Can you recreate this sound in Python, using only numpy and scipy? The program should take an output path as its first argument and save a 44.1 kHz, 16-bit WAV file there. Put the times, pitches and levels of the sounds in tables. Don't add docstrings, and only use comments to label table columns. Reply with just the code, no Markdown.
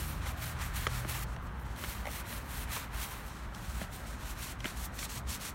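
import sys
import numpy as np
from scipy import signal
from scipy.fft import rfft, irfft
from scipy.io import wavfile
from scipy.ndimage import uniform_filter1d

SR = 44100
rng = np.random.default_rng(int(sys.argv[2]) if len(sys.argv) > 2 else 0)


def field_ratio(decibels):
    return 10 ** (np.asarray(decibels, dtype=float) / 20)


def file_out(sig):
    cols = np.atleast_2d(sig).T
    lim = np.clip(cols, -1, 1)
    pcm = np.round(lim * 32767).astype(np.int16)
    wavfile.write(sys.argv[1], SR, pcm)


N = 244314
T = np.arange(N) / SR
HZ = np.maximum(np.arange(N // 2 + 1) * SR / N, 1)


def unit(x):
    return x / np.sqrt(np.mean(x ** 2))


def colour(points):
    hz, db = np.transpose(points)
    return field_ratio(np.interp(np.log(HZ), np.log(hz), db))


def walk(rate_hz):
    k = int(SR / rate_hz)
    held = np.repeat(rng.standard_normal(N // k + 1), k)
    return 1.39 * uniform_filter1d(uniform_filter1d(held, k), k)[:N]


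def bands(x, gain, lo_hz, hi_hz, flicker_db, rate_hz, level_db):
    spec, out = rfft(x) * gain, 0
    edges = np.geomspace(lo_hz, hi_hz, int(3 * np.log2(hi_hz / lo_hz)) + 1)
    for a, b in zip(edges, edges[1:]):
        band = irfft(spec * (HZ >= a) * (HZ < b), N)
        out = out + band * field_ratio(flicker_db * walk(rate_hz) + level_db(np.sqrt(a * b)))
    return out


def ring(push, modes, cycles):
    t = np.arange(len(push)) / SR
    body = 0
    for hz, db in modes:
        body = body + field_ratio(db) * np.sin(2 * np.pi * hz * t) * t * hz * np.exp(-t * hz / cycles)
    y = signal.fftconvolve(push, body)[:len(push)]
    return y / np.max(np.abs(y))


def street():
    # t/s, level/dB
    swell_points = [(0.0, -46), (0.2, -40), (0.52, -48.5), (0.55, -40), (2.56, -44.5), (2.59, -41),
                    (2.85, -45), (2.93, -41), (3.08, -47), (3.32, -41.5), (3.36, -53), (3.47, -36.5),
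                    (3.55, -52), (3.61, -42.5), (5.09, -46), (5.28, -38), (5.4, -49), (5.54, -43)]
    # f/Hz, density/dB per Hz
    rumble_colour = [(20, -36), (31, -2.5), (40, -9.5), (52, 3), (64, 0), (80, -9.5), (115, -9.5),
                     (145, -13.5), (200, -14.5), (300, -22)]
    # f/Hz, density/dB per Hz
    tyre_colour = [(180, -29), (300, -2), (492, -6.5), (562, -4), (641, -4.5), (1330, -4), (1870, -10.5),
                   (2400, -20.5), (2980, -20.5), (4880, -30), (15500, -38)]
    split_hz = 300
    swell_db = np.interp(T, *np.transpose(swell_points))
    mean_db = np.mean(swell_db)
    hiss_db = -48 - 0.44 * T

    def throb_db(hz):
        return mean_db + np.clip(80 / hz, 0, 1) ** 2 * (swell_db - mean_db)

    rumble = bands(rng.standard_normal(N), colour(rumble_colour), 20, split_hz, 1.0, 2.95, throb_db)
    tyres = bands(rng.standard_normal(N), colour(tyre_colour), split_hz, 17000, 0.92, 6.6, lambda hz: hiss_db)
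    return field_ratio(29.0) * rumble + field_ratio(14.5) * tyres


def engine():
    # t/s, third order f/Hz, third order level/dB
    run_up = [
        (0.0, 112.7, -44),
        (0.222, 114.0, -73),
        (0.42, 116, -43),
        (0.756, 119.3, -53.5),
        (0.952, 123.0, -41.5),
        (1.316, 123.3, -51.5),
        (1.444, 123.2, -54),
        (1.602, 125.2, -57),
        (1.9, 114.0, -59),
    ]
    s, third_hz, third_db = np.transpose(run_up)
    phase = 2 * np.pi * np.cumsum(np.interp(T, s, third_hz) / 3) / SR
    fade_db = -25 * np.maximum(T - s[-1], 0)
    orders = [(2, -42 - 10 * s), (3, third_db), (4, -48.5 - 7.5 * s)]
    out = 0
    for k, db in orders:
        wobble = field_ratio(0.54 * walk(9.1)) * np.exp(.6j * walk(14))
        level = np.sqrt(2) * field_ratio(np.interp(T, s, db) + fade_db)
        out = out + level * np.imag(wobble * np.exp(1j * k * phase))
    return out


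def knocks():
    # t/s, peak level/dB, upper ring f/Hz, lower ring f/Hz, lower ring level/dB
    taps = [(.8673, -24, 2950, 1960, 12), (1.048, -33.5, 1460, 836, -4), (1.364, -42, 1650, 1000, 6),
            (1.8388, -29, 2800, 1530, 2), (2.0548, -34.5, 2020, 830, 6), (2.062, -40, 1980, 1060, 7),
            (2.0683, -33, 2060, 880, -7), (2.0905, -36, 1910, 690, 4), (4.605, -39, 3940, 2900, -10),
            (4.644, -31, 2160, 2460, 2), (4.6558, -25.5, 3360, 2000, -3), (4.6568, -27.5, 1440, 974, -8)]
    # t/s, peak level/dB, upper ring f/Hz, lower ring f/Hz, lower ring level/dB
    scuffs = [(.262, -39, 1930, 864, -1), (.267, -36, 2000, 870, -5), (.273, -34.5, 2130, 860, 5),
              (0.8682, -24, 1780, 1250, -1), (1.845, -34.5, 2100, 1250, -9), (2.0728, -31, 2060, 834, 0.5),
              (2.0835, -38, 2076, 1240, 0), (2.327, -36.5, 1860, 1140, -8), (2.708, -36, 1960, 1370, -5),
              (2.7641, -30, 3950, 1250, -2), (2.7692, -32.5, 1500, 1020, 8), (3.814, -35.5, 1800, 680, 0.5),
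              (4.647, -33, 2230, 1020, -8), (4.6525, -36, 1980, 1560, -3), (4.987, -43, 1660, 1300, -13),
              (5.0285, -31.5, 2290, 1800, -11)]
    # f/Hz, level/dB
    wood = [(620, -6), (1300, -1.5), (1700, -1.5), (2050, 3), (3030, 1), (3450, -4)]
    # t/s, peak level/dB
    cracks = [(0.8675, -29), (0.868, -30), (0.8723, -29), (1.048, -55), (1.363, -43), (1.762, -40),
              (1.839, -38), (2.0548, -36), (2.0682, -35), (2.7645, -38), (3.5484, -35), (4.604, -34),
              (4.6433, -33), (4.656, -46), (4.99, -31)]
    # f/Hz, level/dB
    crack_modes = [(3300, -1), (4300, -2), (5400, 0), (6400, -9), (7600, -25), (9500, -5)]
    # t/s, peak level/dB, f/Hz, t60/s
    thuds = [
        (0.8689, -37.5, 510, 0.097),
        (0.868, -36.5, 400, 0.07),
        (1.052, -33.5, 314, 0.032),
        (1.839, -37, 338, 0.048),
        (2.072, -34, 606, 0.033),
        (2.770, -39, 500, 0.024),
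        (3.816, -41, 410, 0.017),
        (3.819, -32.5, 188, 0.063),
        (4.6549, -28.5, 216, 0.041),
        (4.659, -30, 393, 0.017),
    ]
    size = 4096
    out, t = np.zeros(N + size), np.arange(size) / SR
    tap_ms, scuff_ms = 1.25, 2.24
    blows = [row + (tap_ms,) for row in taps] + [row + (scuff_ms,) for row in scuffs]
    for s, db, hi_hz, lo_hz, lo_db, ms in blows:
        draw = rng.standard_normal(size)
        push = draw ** 3 / 2 * np.exp(-(1000 * t / ms) ** 4)
        push[0] = 4
        hit = ring(push, wood + [(hi_hz, 0), (lo_hz, lo_db + 0.5)], 1.42)
        rustle = 0.19 * draw * np.exp(-t / 0.0054)
        spread = ring(push + rustle, [(hi_hz, 0), (lo_hz, lo_db)], 0.63)
        out[int(s * SR):][:size] += field_ratio(db) * (hit + 0.66 * spread)
    for s, db in cracks:
        burst = rng.standard_normal(size) * np.exp(-t / 0.0023)
        out[int(s * SR):][:size] += field_ratio(db) * ring(burst, crack_modes, 1.0)
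    for s, db, hz, t60 in thuds:
        out[int(s * SR):][:size] += field_ratio(db) * np.sin(2 * np.pi * hz * t) * 1000. ** (-t / t60)
    return out[:N]


def pressure():
    # full contact t/s, hold/s, level/dB, drift over hold/dB, lift-off/dB per s
    side = [
        (0.0, 0.11, -51, -4, 123),
        (.422, 0.088, -48.5, -5.5, 300),
        (.764, 0.094, -46.5, -6.5, 400),
        (1.096, 0.14, -46.5, -7.5, 1200),
        (1.78, 0.12, -56, 7, 111),
        (2.105, 0.1, -53.5, 1, 696),
        (2.29, 0.073, -53.5, 0.5, 140),
        (2.5, 0.12, -55, 1.5, 420),
        (2.722, 0.069, -47.5, -3, 198),
        (2.935, 0.086, -59, 10, 61),
    ]
    # full contact t/s, hold/s, level/dB, drift over hold/dB, lift-off/dB per s
    back = [
        (.272, 0.026, -50.5, -1.5, 278),
        (.618, 0.048, -50, -1, 270),
        (.912, 0.087, -51.5, 1.5, 238),
    ]
    # full contact t/s, hold/s, level/dB, drift over hold/dB, lift-off/dB per s
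    heel = [
        (3.547, 0.28, -60, 6.5, 252),
        (3.932, 0.12, -54, -9.5, 900),
        (4.2, 0.11, -58.5, 8, 280),
        (4.375, 0.055, -56.5, 9, 300),
        (4.43, 0.087, -48.5, -3, 463),
    ]
    # full contact t/s, hold/s, level/dB, drift over hold/dB, lift-off/dB per s
    instep = [
        (4.07, 0.045, -52.5, -2.5, 160),
        (4.655, 0.047, -48, -2.5, 192),
        (4.77, 0.08, -52.5, 5.5, 605),
        (4.946, .04, -56.5, -8, 500),
        (4.993, 0.06, -46, 1, 800),
        (5.1, 0.082, -47.5, 0.5, 700),
        (5.292, 0.06, -45, 1, 480),
        (5.414, 0.083, -44.5, -4, 600),
    ]
    # full contact t/s, hold/s, level/dB, drift over hold/dB, lift-off/dB per s
    grazes = [
        (1.27, 0.06, -65.5, 4.5, 300),
        (1.464, .005, -66, 3, 800),
        (1.658, 0.082, -63, -1, 300),
        (3.25, 0.15, -60, -0.5, 127),
        (4.597, 0.047, -62, 1, 100),
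    ]
    # full contact t/s, hold/s, level/dB, drift over hold/dB, lift-off/dB per s
    flicks = [(.07, 0.032, -57, -1, 302), (.375, .02, -65, 1.1, 300), (1.225, 0.01, -55, .1, 1200),
              (1.43, .025, -72, .1, 500), (1.6, .03, -72, .1, 600), (2.055, 0.026, -67, 5, 399.5),
              (2.262, .02, -67, 7, 300), (2.462, .03, -68, .1, 300), (2.575, .065, -59, 0, 700),
              (2.7, .02, -70, .1, 300), (3.265, 0.02, -65, .1, 500), (3.93, .035, -64, 1, 400),
              (4.77, .04, -62, 5, 300), (4.855, 0.0089, -51, -8, 900), (4.95, 0.017, -66, 4, 600),
              (5.19, 0.0098, -62, -3, 1200), (5.495, 0.011, -57, -5, 903)]
    # full contact t/s, hold/s, level/dB, drift over hold/dB, lift-off/dB per s
    presses = [
        (.358, 0.027, -66, 4, 300),
        (.615, 0.026, -58, .1, 302),
        (2.258, .012, -63, .1, 400),
        (2.61, 0.028, -61, .1, 500),
        (2.72, 0.024, -67, -3.5, 300),
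        (3.815, 0.018, -60, 1, 300),
        (4.662, 0.028, -58, -4, 300),
    ]
    rustle_db = [-54, -66, -77.5, -80]
    follow = [.55, .8, 1, 1.25]
    # rows, landing/dB per s, (hollow, leather, tips, finest tips)/dB, brightening along hold/dB
    kinds = [(side, 440, (1.6, 2.3, 0, 3.6), .6),
             (back, 292, (4, 1, 0, 1.5), 5.5),
             (heel, 556, (-4, -0.1, 0, -0.5), 1.5),
             (instep, 711, (-6.5, -2, 0, -3.5), 1.5),
             (grazes, 600, (-10, 0, 0, -6), 0),
             (flicks, 500, (-15, -18, 0, 7.5), 0),
             (presses, 502, (10.5, 7, 0, -8), 0)]
    t = T[::32]
    power = field_ratio(np.array(rustle_db))[:, None] ** 2
    for rows, landing, parts_db, brighten_db in kinds:
        for s, hold, db, drift_db, lift in rows:
            along = np.clip((t - s) / hold, 0, 1)
            shape_db = drift_db * along
            shape_db = shape_db - landing * np.maximum(s - t, 0) - lift * np.maximum(t - s - hold, 0)
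            top_db = max(drift_db, 0)
            tilt_db = np.outer([-.3, -0.32, -0.049, 0.83], brighten_db * (along - 1))
            over_db = np.array(parts_db)[:, None] + tilt_db
            power = power + field_ratio(db + top_db + over_db + np.outer(follow, shape_db - top_db)) ** 2
    return [np.interp(T, t, 10 * np.log10(p)) for p in power]


def brush():
    # f/Hz, density/dB per Hz
    brush_colour = [(500, -13), (900, 2), (1500, 3), (2200, 2), (3200, -0.5), (4500, -0.66), (6200, -2),
                    (8500, -1.5), (12000, -2), (15800, -5.5)]
    parts_hz = [1400, 3200, 7000, 13000]
    parts = pressure()
    ticks = (rng.random(N) < .5) * rng.standard_normal(N) * field_ratio(0.48 * rng.exponential(size=N))
    ticks = unit(ticks) * field_ratio(0.71 * walk(120) + 0.95 * walk(35))

    def level_db(hz):
        total = 0
        for part, peak in zip(parts, np.eye(4)):
            total = total + np.interp(np.log(hz), np.log(parts_hz), peak) * part
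        return total

    return field_ratio(8.5) * bands(ticks, colour(brush_colour), 500, 17000, 0.54, 24.99, level_db)


def scene():
    mono = street() + engine() + knocks() + brush()
    return np.array([mono, mono])


def roll_off(x):
    return signal.sosfilt(signal.butter(12, 17060, fs=SR, output="sos"), x)


def record(dry):
    # f/Hz, width/Hz, depth/dB
    dips = [(4920, 330, -4), (10500, 260, -6)]
    low_cut_hz, top_hz = 27.6, 15830
    dips_db = sum(db * np.exp(-((HZ - hz) / width) ** 2) for hz, width, db in dips)
    response = field_ratio(dips_db) * (HZ < top_hz) / (1 + (low_cut_hz / HZ) ** 4)
    return roll_off(irfft(rfft(dry) * response, N))


dry = scene()
out = record(dry)
file_out(out)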